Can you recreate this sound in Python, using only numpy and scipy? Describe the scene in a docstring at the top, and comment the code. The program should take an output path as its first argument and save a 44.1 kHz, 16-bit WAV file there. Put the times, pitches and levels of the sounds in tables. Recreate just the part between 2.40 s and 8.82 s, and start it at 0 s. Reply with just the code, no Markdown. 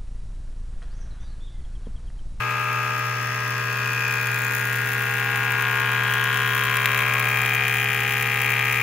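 """In a workshop, a thickness planer takes a light cut from a board while the microphone walks round it.
Three knives bite unevenly: click trains ring banks of resonances for the hood, bed and other parts.
Torn fibres are noise bursts at each bite, split into dull crush and bright hiss; hard bites knock the board.
The motor is steady sines with its hum at twice the mains frequency; shaped noise makes the rush of chips
and cooling air and a low rumble. The ringing also returns from the floor and the workshop."""
import sys
import numpy as np
from scipy import signal
from scipy.fft import rfft, irfft, next_fast_len
from scipy.io import wavfile
from scipy.ndimage import uniform_filter1d, map_coordinates

SR = 44100
rng = np.random.default_rng(int(sys.argv[2]) if len(sys.argv) > 2 else 0)


def generate_wav(sig):
    """Save sig (samples, or channels by samples) to the path in sys.argv[1] as 16-bit PCM at SR."""
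    pcm = np.round(np.clip(np.atleast_2d(sig).T, -1, 1) * 32767).astype(np.int16)
    wavfile.write(sys.argv[1], SR, pcm)


N = 283122
TIME = np.arange(N) / SR
SIZE = next_fast_len(N + SR)
HZ = np.maximum(np.arange(SIZE // 2 + 1) * SR / SIZE, 1)

# how each part is heard on the walk; rows: frame, stand, base, rail, bed, table, roller, hood, guard,
# cover, chute, flap, baffle, lip, plate, gibs, knives, knife tips
# columns: start_level_db, drift_db_per_s, first_rise_db, first_s, first_spread_s,
# second_change_db, second_s, second_spread_s, swell_db, swell_top_s, ring_lag_ms
HEARD = [(-44.5, -0.2, 6.8, 4.86, 2.65, 0.5, 0.25, 0.25, 0.1, -0.051, 0.03),
         (-41.5, -1, 7, 4.82, 0.35, 3.5, 3.54, 0.35, 0.15, -0.98, -0.21),
         (-48, 1.24, 6.1, 5.07, 0.7, 6, 3.08, 0.56, 0.74, 0.52, -0.13),
         (-49.5, 2.36, 9.4, 2.95, 0.47, 2.5, 5.48, 0.23, 1.1, -0.16, -0.25),
         (-40, -0.4, 4.3, 3.3, 0.4, 3.5, 6.3, 0.26, 1.8, 0.37, -0.36),
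         (-38, -0.21, 9.7, 4, 0.69, 3.5, 1.1, 0.14, 1.9, 0.033, -0.11),
         (-43.5, 1.7, 15.6, 0.23, 0.97, 3.5, 4.82, 0.17, 0.74, 0.3, -0.71),
         (-32, -0.01, 7, 3.63, 1.04, 3, 1.82, 0.45, 0.13, -1.4, -0.72),
         (-45.5, 2.5, 5.9, 1.8, 1.22, 2.5, 0.95, 0.15, 1.1, 0.77, -0.33),
         (-39, 1.6, 2.56, 5.13, 0.22, -38, 1.55, 0.25, 2.9, -0.006, -0.21),
         (-44, 2.1, 8.2, 1.68, 0.42, 5.5, 5.45, 0.37, 3, 0.35, -0.21),
         (-40.5, 0.25, 5.7, 1.6, 0.15, 3.5, 0.42, 0.33, 3, 0.000065, 0),
         (-42, 0.65, 1.7, 1.63, 0.11, 3.5, 0.33, 0.25, 1.1, -0.019, 0.01),
         (-57, 2.5, 8.5, 3.82, 0.35, 6.5, 5.47, 0.33, 0.64, 0.73, 0.13),
         (-58.5, 2, 14.4, 3.94, 0.5, 3, 6, 0.29, 1, -0.026, 0.14),
         (-66.5, 1.2, 13, 1.96, 0.19, -3, 4.5, 0.27, 0.77, -1.2, 0.25),
         (-57, 1.04, 12.5, 0.9, 0.46, 10, 1.7, .2, .6, -0.75, 0.35),
         (-59, -0.35, 14, 2.09, 0.1, 9, 1.64, 0.27, .6, -0.21, 0.33)]
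HOOD_ROW = 7


def from_db(db):
    """Gain of a level in dB."""
    return 10 ** (np.asarray(db) / 20)


def rms_one(x):
    """Scaled to rms 1."""
    return x / np.sqrt(np.mean(x ** 2) + 1e-20)


def in_time(rows):
    """Columns of a curve table, interpolated at every sample."""
    s, *columns = np.transpose(rows)
    return [np.interp(TIME, s, column) for column in columns]


def at_hz(points):
    """A spectrum table on the FFT grid, interpolated over log frequency."""
    hz, value = np.transpose(points)
    return np.interp(np.log(HZ), np.log(np.maximum(hz, 1)), value)


def shaped(x, response):
    """Filtered by a response on the FFT grid."""
    return irfft(rfft(x, SIZE) * response, SIZE)[..., :N]


def resonate(x, hz, width_hz):
    """Two-pole resonance, gain 1 on top; a narrower width rings longer."""
    radius = np.exp(-np.pi * width_hz / SR)
    feed = np.array([1, 0, -1]) * (1 - radius * radius) / 2
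    back = [1, -2 * radius * np.cos(2 * np.pi * hz / SR), radius * radius]
    return signal.lfilter(feed, back, x)


def clicks(at, size):
    """Clicks at fractional sample times, shared between the two nearest samples."""
    out, whole = np.zeros(N), at.astype(int)
    out[whole] = size * (1 - at + whole)
    out[whole + 1] = size * (at - whole)
    return out


def bump(centre_s, spread_s):
    """Bell-shaped rise and fall, top 1."""
    return np.exp(-.5 * ((TIME - centre_s) / spread_s) ** 2)


def heard_db(row):
    """A part drifts with distance, rises around one time, rises or dips around a second and swells slowly."""
    db, drift_db, first_db, first_s, first_spread_s = row[:5]
    second_db, second_s, second_spread_s, swell_db, top_s = row[5:-1]
    swell_period_s = 1.537   # shared by all the parts
    swell = swell_db * np.cos(2 * np.pi * (TIME - top_s) / swell_period_s)
    changes = first_db * bump(first_s, first_spread_s) + second_db * bump(second_s, second_spread_s)
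    dip = -1.5 * bump(0.81, 0.11)   # every part dips briefly
    return db + drift_db * TIME + changes + swell + dip


def bites():
    """Three bites a turn of the cutterhead: time in samples, knife, extra tearing dB and knock size of each."""
    # how far the bites lead a steady pace as the path to the microphone shortens and lengthens:
    # start_s, lead_turns
    lead_curve = [(0, -.006), (.95, .008), (1.45, .039), (4.9, .037), (6.42, .011)]
    # bites into harder grain: start_s, extra_tear_db, knock_db
    hard_bites = [(.576, 5, -37), (1.458, 4, -27), (1.605, 3, -28), (1.87, 9, -35), (2.046, 8, -31),
                  (2.149, 11.5, -29), (2.208, 3, -29), (2.296, -1, -28), (2.384, 1, -29), (2.473, 6, -33),
                  (2.517, 5, -34), (2.825, -5, -28), (2.958, 7, -27), (3.222, 10, -32), (3.252, -2, -21),
                  (3.399, 7, -30), (3.737, 10, -28), (3.943, 4, -28), (3.972, 5, -32), (4.178, 6, -30),
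                  (4.236, 5, -31), (4.369, 9, -23), (4.457, 13, -10), (4.516, 5, -25), (4.545, 6, -18),
                  (4.589, 8, -24), (4.736, 7, -30), (4.972, 2, -22), (5.016, 5, -30), (5.059, 4, -20),
                  (5.147, 6, -23), (5.236, 1, -27), (5.28, 8, -28), (6.045, 3, -29), (6.103, 8, -26),
                  (6.192, 4, -21)]
    head_hz, first_bite_turn = 68.03, .25
    wobble_turns, wobble_period_s, wobble_top_s = .006, .88, 1.55
    wobble = wobble_turns * np.cos(2 * np.pi * (TIME - wobble_top_s) / wobble_period_s)
    lead = in_time(lead_curve)[0] + wobble
    thirds = 3 * (head_hz * TIME + lead - first_bite_turn)   # turns counted in bites
    number = np.arange(np.ceil(thirds[0]), thirds[-1] - 1)
    at = np.interp(number, thirds, np.arange(N))
    hard_db, knock = np.zeros((2, len(at)))
    for s, db, knock_db in hard_bites:
        nearest = np.argmin(np.abs(at - s * SR))
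        hard_db[nearest], knock[nearest] = db, from_db(knock_db)
    return at, (number % 3).astype(int), hard_db, knock


def bursts(at, size_db, rise_s, fall_s, steady_db):
    """Envelope that starts sharply with each bite and fades as the chip lifts, over a steady floor."""
    burst = clicks(at, from_db(size_db))
    for s in (rise_s, fall_s):
        burst = signal.lfilter([1], [1, -np.exp(-1 / (s * SR))], burst)
    # dividing by the running mean keeps the bursts near mean 1
    return burst / uniform_filter1d(burst, size=SR // 3) + from_db(steady_db)


def fibres(at, knife, hard_db, spread_db, crackle_db):
    """Two streams of snapping fibres: noise with random spikes, bunched at the bites."""
    # how hard each of the three knives tears: level_db
    knife_tear_db = [0, -3, -40]
    # ordinary bites vary, most on the first knife; bites into harder grain keep their set size
    chance = np.clip(rng.standard_normal(len(at)), -3, 1.5)
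    vary_db = spread_db * np.where(knife == 0, 1, .6) * (hard_db == 0) * chance
    size_db = np.array(knife_tear_db)[knife] + hard_db + vary_db
    spikes_db = crackle_db * np.minimum(rng.exponential(1, (2, N)), 5)
    snaps = rng.standard_normal((2, N)) * from_db(spikes_db)
    return rms_one(snaps * bursts(at, size_db, rise_s=0.00069, fall_s=.0016, steady_db=-12))


def ringing(at, knife, bite_db, crunch, spread_db):
    """Every bite strikes the modes of each part; knives stand out unevenly, crushed grain shakes them too."""
    # modes of each part, in the row order of HEARD, levels relative within a part:
    # pitch_hz, width_hz, mode_db, second_knife_db, third_knife_db
    parts = [
        [(191, 215, -5.5, 11.5, 14), (287, 31, -32, -23, -26), (447, 37.2, 12, 5, 6.5),
         (482.8, 19, 7.5, 7, -20)],
        [(593, 194, 2, 5.5, 1.5)],
        [(759.7, 60, 23.5, 1.5, -2.5)],
        [(820.4, 71, 0, 1.5, -29)],
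        [(889.6, 70, 15, -3.5, -51)],
        [(1105.7, 26, 0, 4, -1.5)],
        [(1299.3, 94, 2.5, 14.5, 13.5)],
        [(1454.2, 44, 9.5, 14, -6), (1670, 102, 9, 7, -3.5)],
        [(1785, 102, 9, 6.5, -26), (2000, 85, 8, 11, -19)],
        [(2140, 37, 3, 6.5, -33), (2154, 86, 11, 0, -48), (2307.4, 35, 13.5, -6, -37), (2349, 68, 13.5, 1, -38)],
        [(2437.5, 92, 0, -9, -35)],
        [(2535, 34, 0, -4.5, -13)],
        [(2642, 88, 9, -30, 1.5), (2766, 48, 7, -6.5, -13)],
        [(2965, 290, 0, -4, -5)],
        [(3180, 100, 20.5, 7.5, -31), (3500, 530, 0, -1, 5)],
        [(4250, 380, 0, -16, -8)],
        [(5180, 370, -10.5, 15, -28), (6200, 180, 2, -25, -24)],
        [(6940, 390, 0, 18, 6)],
    ]
    out = np.zeros(N)
    for modes, row in zip(parts, HEARD):
        lag_ms = max(row[-1], -.8)
        arrive = np.clip(at + lag_ms * SR / 1000, 0, N - 2)
        part = 0
        for k, (hz, width_hz, db, second_db, third_db) in enumerate(modes):
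            size_db = np.array([0, second_db, third_db])[knife] + bite_db
            size_db = size_db + spread_db * rng.standard_normal(len(at))
            struck = clicks(arrive, from_db(size_db)) + crunch
            sign = (-1) ** k   # neighbouring modes in opposite phase
            part = part + sign * from_db(db) * resonate(struck, hz, width_hz)
        # a panel radiates little away from its own modes
        low, high = modes[0][0], modes[-1][0]
        part = resonate(part, np.sqrt(low * high), 0.89 * (high - low) + 0.23 * low)
        out += from_db(heard_db(row)) * rms_one(part)
    return out


def pings(at, knife, crunch):
    """Narrow rings, struck by the first knife and shaken by crushed grain, that come and go on the walk."""
    # pitch_hz, width_hz, level_db, loudest_s, spread_s, ring_lag_ms
    narrow_rings = [(614, 19, -52.5, 4.65, 0.57, 0.27), (887, 23, -51, 0.95, 1.2, 0.19),
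                    (1090, 23, -47, 2.6, 0.7, .2), (1566, 33, -45.5, 1.9, 1.15, 0.11),
                    (541, 15, -47, 4.5, 0.33, 0.28), (821, 27, -46.5, 3, 0.56, 0.24),
                    (1157, 35, -52, 7.2, 0.85, .02), (1340, 26, -41, 4.7, 0.92, 0.017),
                    (1703.4, 17, -52.5, 4.1, 4.1, .02), (2314, 28, -41, 0.18, .5, 0.08),
                    (2311, 20, -43, 4.5, 1.7, 0.11), (2690, 19, -53.5, 0.48, 0.66, 0.078),
                    (2721, 12, -40, 5.9, 0.87, .15), (2696, 53, -40.5, 2.93, 0.43, 0.056),
                    (3006, 44, -44, 3.76, 0.73, 0.14), (3198, 19, -41.5, 4.8, 1.05, 0.17),
                    (3462, 40, -49.5, 2.2, 1.8, 0.03), (3834, 64, -51, 5.3, 2.9, 0.024),
                    (5360, 140, -52, 0.89, .5, 0.015), (4500, 140, -51, 1.5, 0.41, 0.014),
                    (5570, 120, -76, 1.6, 1.7, .02)]
    out = 0
    for hz, width_hz, db, s, spread_s, lag_ms in narrow_rings:
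        arrive = np.clip(at + lag_ms * SR / 1000, 0, N - 2)
        struck = clicks(arrive, 1.0 * (knife == 0)) + .5 * crunch
        ring = resonate(resonate(struck, hz, width_hz), hz, 2 * width_hz)
        out = out + from_db(db) * bump(s, spread_s) * rms_one(ring)
    return out


def tearing(snaps, grind):
    """The fibres heard through the air: an even dull crush and a bright hiss, each with its own level."""
    # relative spectrum of torn fibres, shared by both: pitch_hz, level_db
    tear_colour = [(500, -67), (1200, 5), (1900, 3), (2500, 5.5), (3800, 3), (4800, -7.5), (6500, 2.5),
                   (8000, 0.5), (9500, 5.5), (11300, 3.5), (12700, 1), (14400, 6.5), (17000, 0.5)]
    # level of the dull crush: start_s, level_db
    crush_curve = [(0, -45), (.8, -62), (1.4, -48), (2.2, -47), (2.9, -43.5), (3.6, -39.5), (4.5, -38),
                   (5.5, -45), (6.42, -40)]
    # level of the bright hiss: start_s, level_db
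    hiss_curve = [(0, -51), (.3, -47), (1.0, -47), (1.7, -41), (2.2, -35.5), (2.9, -39.5), (3.5, -40.5),
                  (4.3, -35), (4.9, -36), (5.6, -35.5), (6.42, -36)]
    split_hz = 4300
    colour = from_db(at_hz(tear_colour))
    dull = 1 / (1 + (HZ / split_hz) ** 12)
    crush = from_db(in_time(crush_curve)[0]) * rms_one(shaped(grind, colour * dull))
    hiss = from_db(in_time(hiss_curve)[0]) * rms_one(shaped(snaps, colour * (1 - dull)))
    return crush + hiss


def rush():
    """Cooling air and flying chips: two streams of shaped noise, slightly louder where the hood is louder."""
    # relative spectrum of the rush: pitch_hz, level_db
    air_colour = [(30, -31), (65, -10.5), (160, -14.5), (270, -5.5), (330, -10), (600, -10.5), (1100, -5),
                  (1600, -3.5), (2000, -5), (2500, -1), (3600, -15.5), (5000, -16.5), (9000, -19),
                  (16000, -26)]
    hood_db = heard_db(HEARD[HOOD_ROW])
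    noise = shaped(rng.standard_normal((2, N)), from_db(at_hz(air_colour)))
    level_db = -36 + 0.05 * (hood_db - hood_db.mean())
    return from_db(level_db) * rms_one(noise)


def motor():
    """Magnetic hum and a belt tone: steady sines whose common level wavers a few times a second."""
    # pitch_hz, relative level_db
    partials = [(120.05, -1), (163.3, -26.5), (245, -30.5), (61, -52)]
    # level of the whole hum: start_s, level_db
    hum_curve = [(0.0, -31.5), (1.23, -30.5), (4.42, -29.5), (6.42, -30.5)]
    hum = sum(from_db(db) * np.sin(2 * np.pi * hz * TIME) for hz, db in partials)
    waver = rms_one(shaped(rng.standard_normal(N), 1 / (1 + (HZ / 6) ** 2)))
    waver_db = 0.56 * waver
    return np.sqrt(2) * from_db(in_time(hum_curve)[0] + waver_db) * hum


def rumble():
    """Low lumpy noise from hands and draught on the microphone."""
    # start_s, level_db
    rumble_curve = [(0, -66), (4.1, -65), (4.5, -56), (6.42, -57)]
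    band = signal.butter(2, [45, 85], "band", fs=SR, output="sos")
    low = signal.sosfilt(band, rng.standard_normal(N))
    return from_db(in_time(rumble_curve)[0]) * rms_one(low)


def knocks(at, knock):
    """A hard bite knocks the board, which rings for a millisecond or two."""
    # modes of the board: pitch_hz, width_hz, relative level_db
    board_modes = [(1200, 450, -3), (1950, 500, 4.5), (2500, 500, 0), (3400, 800, -9)]
    lag_s = 0.000595
    arrive = np.minimum(at + lag_s * SR, N - 2)
    blow = resonate(clicks(arrive, -knock), 2000, 2500)
    out = 0
    for hz, width_hz, db in board_modes:
        gain = from_db(db) * SR / (2 * np.pi * width_hz)   # makes up for a narrow filter's weak click
        out = out + gain * resonate(blow, hz, width_hz)
    return out


def floor_echo(x):
    """Floor reflection: its gliding delay, as the microphone moves, makes single partials swell and fade."""
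    # start_s, extra_delay_ms
    path_curve = [(0, 2.36), (.8, 3), (1.6, 6.1), (2.4, 5.5), (3.2, 2.75), (4, 3.25), (4.8, 3.58),
                  (5.6, 4.7), (6.42, 2.9)]
    late = np.arange(N) - in_time(path_curve)[0] * SR / 1000
    return from_db(-26.5) * map_coordinates(x, [late], order=3)


def workshop(x):
    """Room reverberation: eight feedback delays a side, duller on every round."""
    t60_s, wall_cut_hz = 0.13, 630   # decay time of the lows; treble dies sooner
    lags_ms = np.array([[23, 29, 31, 37, 41, 47, 53, 59], [25, 27, 34, 39, 43, 49, 51, 57]])
    out = []
    for side in lags_ms / 1000:
        response = 0
        for lag in side:
            wall = 1 / (1 + 1j * HZ / wall_cut_hz)
            loop = from_db(-60 * lag / t60_s) * np.exp(-2j * np.pi * HZ * lag) * wall
            response = response + loop / (1 - loop)   # all the rounds of one loop
        out.append(shaped(x, response))
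    return np.array(out)


def ports(direct, diffuse):
    """Two close ports: direct sound differs in phase and level; diffuse noise is added with opposite signs."""
    # level difference: pitch_hz, left_minus_right_db
    balance = [(60, -7), (110, -1.0), (200, -1), (380, 4.5), (700, -3.5), (1290, 6), (2380, 5), (4400, 1),
               (8120, 1.5), (15000, -1)]
    # phase difference: pitch_hz, left_lead_radians
    phase_lead = [(400, 0), (1290, -.6), (2900, .2), (4600, .5), (5500, 3), (6800, 5.6), (7600, 3.6),
                  (9300, 3.1), (11500, .6), (16500, 0)]
    # gain of the diffuse noise: pitch_hz, level_db
    apart_share = [(40, 5), (120, -50), (300, -3), (700, 1), (2000, -1.5), (5000, 1.5), (9000, -11),
                   (15000, -15)]
    # each port takes half of the difference
    half = from_db(at_hz(balance) / 2) * np.exp(.5j * at_hz(phase_lead))
    apart = shaped(diffuse, from_db(at_hz(apart_share)))
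    return shaped(direct + apart * [[1], [-1]], np.array([half, 1 / half]))


def scene():
    """Cut, motor, rush and room at the two ports."""
    # extra strength of the first knife in the ringing: start_s, level_db
    first_knife = [(0, 4.1), (1.8, 2.5), (3, 3), (4.5, 5), (6.42, 3.5)]
    at, knife, hard_db, knock = bites()
    snaps = fibres(at, knife, hard_db, spread_db=5.0, crackle_db=3.0)
    # crushed grain is more even than the snaps and answers less to hard bites
    grind = fibres(at, knife, .3 * hard_db, spread_db=1.8, crackle_db=.6)
    crunch = from_db(-39) * fibres(at, knife, .3 * hard_db, spread_db=1.8, crackle_db=.6)[0]
    first_db = np.interp(at / SR, *np.transpose(first_knife)) * (knife == 0)
    shared_db = 0.34 * rng.standard_normal(len(at))   # bite-to-bite change common to all parts
    rings = ringing(at, knife, first_db + shared_db, crunch, spread_db=.3)
    rings = rings + pings(at, knife, crunch) + knocks(at, knock)
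    noise = tearing(snaps, grind) + rush()
    # the noise thins out in one band for a moment
    hole = bump(1.45, 0.13) * resonate(noise, 2230, 330)
    noise = noise - 0.57 * hole
    direct = rings + floor_echo(rings) + noise[0] + motor() + rumble()
    return ports(direct, noise[1]) + from_db(-4) * workshop(rings)


def record(dry):
    """A steep low-pass cuts the top above 15750 Hz."""
    top_cut = signal.ellip(12, .5, 70, 15750, fs=SR, output="sos")
    return signal.sosfilt(top_cut, dry)


dry = scene()
out = record(dry)
generate_wav(out)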